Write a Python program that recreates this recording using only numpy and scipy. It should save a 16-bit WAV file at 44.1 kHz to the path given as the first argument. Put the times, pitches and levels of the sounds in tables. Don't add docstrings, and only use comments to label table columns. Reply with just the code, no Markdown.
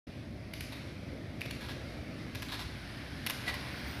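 import sys
import numpy as np
from scipy import signal
from scipy.fft import rfft, irfft, next_fast_len
from scipy.io import wavfile
from scipy.ndimage import uniform_filter1d, map_coordinates

SR = 44100
rng = np.random.default_rng(int(sys.argv[2]) if len(sys.argv) > 2 else 0)


def wav_out(sig):
    wavfile.write(sys.argv[1], SR, np.round(np.clip(np.atleast_2d(sig).T, -1, 1) * 32767).astype(np.int16))


N = 176400
T = np.arange(N) / SR


def amp(db):
    return np.exp(np.asarray(db) * np.log(10) / 20)


def unit(x):
    return x / np.sqrt(np.mean(x ** 2) + 1e-20)


def even(x, size):
    return x / np.sqrt(np.abs(uniform_filter1d(x ** 2, size=size)) + 1e-12)


def along(points, hz):
    f, v = np.transpose(points)
    return np.interp(np.log(hz + 1), np.log(f + 1), v)


def curve(rows):
    return np.interp(T, *np.transpose(rows))


def wobble(rate):
    return map_coordinates(rng.standard_normal(N // 8), [T * rate], mode="wrap")


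def filtered(x, response):
    m = next_fast_len(N + SR // 2)
    return irfft(rfft(x, m) * response(np.fft.rfftfreq(m, 1 / SR)), m)[:N]


def grit(colour, grain_db):
    drive = rng.standard_normal(N) * amp(grain_db * wobble(rate=900))
    return unit(filtered(drive, lambda hz: amp(along(colour, hz))))


def patchy(x, depth_db):
    z = signal.stft(x, nperseg=1024)[2]
    field = uniform_filter1d(rng.standard_normal(z.shape), size=4, axis=0)
    field = uniform_filter1d(field, size=9, axis=1)
    return unit(signal.istft(z * amp(depth_db * unit(field)), nperseg=1024)[1][:N])


def resonant(modes):
    def response(f):
        return sum(amp(db) * 1j * f * w / (c * c - f * f + 1j * f * w) for c, w, db in modes)
    return even(filtered(rng.standard_normal(N), response), size=500)


def burst(start, attack, hold, t60):
    out = np.zeros(N)
    span = slice(*np.searchsorted(T, [start, start + hold + 2 * t60]))
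    t = T[span] - start
    out[span] = np.minimum(t / attack, 1) * amp(-60 * np.maximum(t - hold, 0) / t60)
    return out


# (frequency [Hz], relative level [dB])
WIND_COLOUR = [(20, -17), (38, -22.5), (60, -0.5), (80, -2), (105, -0.5), (140, -2.5), (180, -8.5),
               (260, -7.5), (350, -18), (600, -32), (1500, -74.5)]
def wind(bass_limit_hz=29.8):
    rumble = filtered(grit(WIND_COLOUR, grain_db=1.03), lambda hz: 1 - np.exp(-(hz / bass_limit_hz) ** 2))
    return amp(-44.5 + .4 * wobble(rate=7.6)) * unit(rumble)


# (frequency [Hz], time to fall 60 dB [s])
ECHO_DECAY = [(300, 0.64), (2000, 1), (5000, 0.63), (11000, 0.65), (15000, 0.32)]
# (frequency [Hz], gain [dB])
ECHO_COLOUR = [(500, -3.5), (2500, -2.5), (6000, 3.5), (13000, -3)]
# (time [s], relative level [dB])
ECHO_SHARE = [(.5, 3), (1.5, -1), (2.4, 0.5), (3.3, -4.5), (3.48, -8)]
def woods(direct, build_s=.008, blur_s=.00005):
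    hz, t, noise = signal.stft(rng.standard_normal(SR), SR, nperseg=256)
    shape = amp(-60 * t / along(ECHO_DECAY, hz)[:, None]) * (1 - np.exp(-t / build_s))
    tail = signal.istft(noise * shape, SR, nperseg=256)[1]
    scattered = amp(curve(ECHO_SHARE) - 2.5) * direct
    echo = signal.fftconvolve(scattered, tail / np.linalg.norm(tail))[:N]
    blurred = map_coordinates(echo, [(T + blur_s * wobble(rate=400)) * SR])
    return filtered(blurred, lambda f: amp(along(ECHO_COLOUR, f)))


# (frequency [Hz], relative level [dB])
DRONE_COLOUR = [(100, -18), (170, -5), (240, 0), (320, -2), (400, -11.5), (600, -28), (1500, -57)]
HUM_COLOUR = [(100, -14), (190, -4.5), (280, 3), (450, -8), (580, -1.5), (700, -7.5), (850, -15),
              (2000, -48)]
FAR_COLOUR = [(300, -13.5), (800, -9.5), (1200, -1), (1600, -1.5), (2200, 3), (2900, -6), (4500, -6.5),
              (5500, -10), (7300, -25.5), (10500, -20), (13500, -29), (15500, -38)]
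NEAR_COLOUR = [(250, -4.5), (700, 1), (1050, -1.5), (1220, -6), (1500, 3.5), (1950, 1.5), (2900, -3.5),
               (3400, -2.5), (5000, -5), (7300, -27), (10500, -16), (13500, -27), (15500, -37)]
SIZZLE_COLOUR = [(3000, -39), (7300, -16), (9000, 9), (10500, -17), (12000, -6), (14000, 11), (15300, 2)]
# (time [s], level [dB])
DRONE_DB = [(.1, -61.5), (1.8, -56.5), (2.25, -47), (2.6, -54.5), (3.1, -53.5), (4, -53)]
HUM_DB = [(.1, -52.5), (.95, -52), (1.25, -48.5), (1.9, -49), (2.7, -55.5), (4, -54)]
FAR_DB = [(0, -56.5), (.45, -58.5), (.9, -54), (1.3, -55.5), (2, -52), (3, -54.5), (4, -52)]
NEAR_DB = [(0, -65), (2.2, -61.5), (2.8, -51), (3.2, -50.5), (3.55, -43.5), (3.75, -46), (4, -47)]
SIZZLE_DB = [(0, -100), (3.2, -87), (3.6, -74), (3.85, -62.5), (4, -59)]
def wheels():
    drone = amp(curve(DRONE_DB)) * grit(DRONE_COLOUR, grain_db=.5)
    hum = amp(curve(HUM_DB) + .34 * wobble(rate=14)) * patchy(grit(HUM_COLOUR, 1.5), depth_db=1.5)
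    far = amp(curve(FAR_DB) + .7 * wobble(rate=9)) * patchy(grit(FAR_COLOUR, .7), depth_db=1.5)
    near = amp(curve(NEAR_DB) + .19 * wobble(rate=18)) * patchy(grit(NEAR_COLOUR, 1.35), depth_db=1.4)
    sizzle = amp(curve(SIZZLE_DB) + 1.2 * wobble(rate=17)) * grit(SIZZLE_COLOUR, grain_db=5)
    return drone + hum + far + near + sizzle


# (frequency [Hz], width [Hz], relative level [dB])
SHAFT_MODES = [(1023, 51, -3), (1660, 30, 6), (1950, 110, -2.5), (2410, 27, 2), (2784, 64, 0.5),
               (3640, 35, -3.5), (4280, 99, -8), (5254, 89, -9)]
def shaft(contact):
    return unit(contact + amp(-7.5) * resonant(SHAFT_MODES))


# (frequency [Hz], relative level [dB])
GRIND_COLOUR = [(300, -10), (600, -1.5), (1000, 3), (1300, 1), (2000, -3.5), (2900, -1.5), (3900, 3.5),
                (5200, -8.5), (7300, -23), (10800, -12.5), (13000, -15.5), (15500, -35)]
# (frequency [Hz], width [Hz], relative level [dB])
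SQUEAK_MODES = [(1970, 31, 2), (2055, 81, -14), (2400, 21, -8), (4070, 25, -22)]
# (time [s], level [dB], length [s], squeak over grind [dB])
PUSH_OFFS = [(0.72, -42.5, 0.011, -7), (0.755, -55, 0.028, -11), (1.604, -47, 0.062, -17),
             (1.683, -44, 0.038, -17), (2.481, -45, 0.031, -18), (2.517, -39, .036, -17),
             (2.588, -42, 0.035, -15), (3.463, -44.5, 0.0073, 7), (3.474, -36, 0.025, 1.5),
             (3.534, -45, 0.02, 3)]
def pole_scrapes(sag_db=3.5):
    grind = even(shaft(grit(GRIND_COLOUR, grain_db=4)), size=400)
    squeak = resonant(SQUEAK_MODES)
    out = np.zeros(N)
    for start, db, length, squeak_db in PUSH_OFFS:
        progress = np.clip((T - start) / length, 0, 1)
        force = burst(start, attack=.006, hold=length, t60=.079) * amp(db - sag_db * progress)
        out += force * (grind + amp(squeak_db) * squeak)
    return out


# (frequency [Hz], relative level [dB])
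KNOCK_COLOUR = [(300, -32), (700, -18), (1000, -0.5), (1200, -9.5), (1600, -0.5), (2600, 2.5), (3200, -1.5),
                (5100, -4.5), (6000, -11), (7500, -19.5), (11000, -22)]
TICK_COLOUR = [(5000, -53), (7500, -42.5), (9000, -3), (10600, 6), (13200, 3), (15500, -13)]
# (time [s], touch level [dB], skip until the bite [s], bite level [dB], tick trim [dB], ring trim [dB])
POLE_PLANTS = [(.535, -45, 0.00197, -41, 0.5, 0.5), (.606, -44, 0.0019, -40, 1.5, 0),
               (1.4087, -42.5, .0075, -42, 1, 11.5), (1.4545, -48, 0.0047, -42.5, -3, -14),
               (1.5068, -45, 0.0025, -37, -2, -10), (2.349, -41.5, 0.0055, -39.5, -1, -14),
               (2.4215, -38.5, .006, -38.5, -2, -23), (3.2638, -31.5, .0062, -31, 3, -9),
               (3.298, -30, .008, -33, 2.5, -19), (3.542, -56, 0.0011, -47.5, 6.5, -14)]
def pole_plants(attack_s=.00049, ring_hz=2420):
    knock = even(shaft(grit(KNOCK_COLOUR, grain_db=1.5)), size=120)
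    tick = even(grit(TICK_COLOUR, grain_db=5.5), size=120)
    out = np.zeros(N)
    for start, touch_db, skip, bite_db, tick_db, ring_db in POLE_PLANTS:
        bite = start + skip
        def force(hold, t60):
            return np.maximum(amp(touch_db) * burst(start, attack_s, hold, t60),
                              amp(bite_db) * burst(bite, attack_s, hold, t60))
        out += knock * force(hold=.0026, t60=.022)
        out += amp(tick_db - 7) * tick * force(hold=.0016, t60=.012)
        ring = np.sin(2 * np.pi * ring_hz * (T - bite)) * burst(bite, attack_s, 2 * attack_s, t60=.0041)
        out += 2 * amp(bite_db + ring_db) * ring
    return out


def scene():
    clicks, scrapes = pole_plants(), pole_scrapes()
    echo = woods(clicks + amp(-2) * scrapes)
    return (clicks + scrapes + echo + wheels() + wind())[None]


OPEN_S, TOP_HZ = .068, 15400
def record(dry):
    fade_in = np.clip((T - OPEN_S) / .004, 0, 1)
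    return filtered(dry[0] * fade_in, lambda hz: hz < TOP_HZ)[None]


dry = scene()
out = record(dry)
wav_out(out)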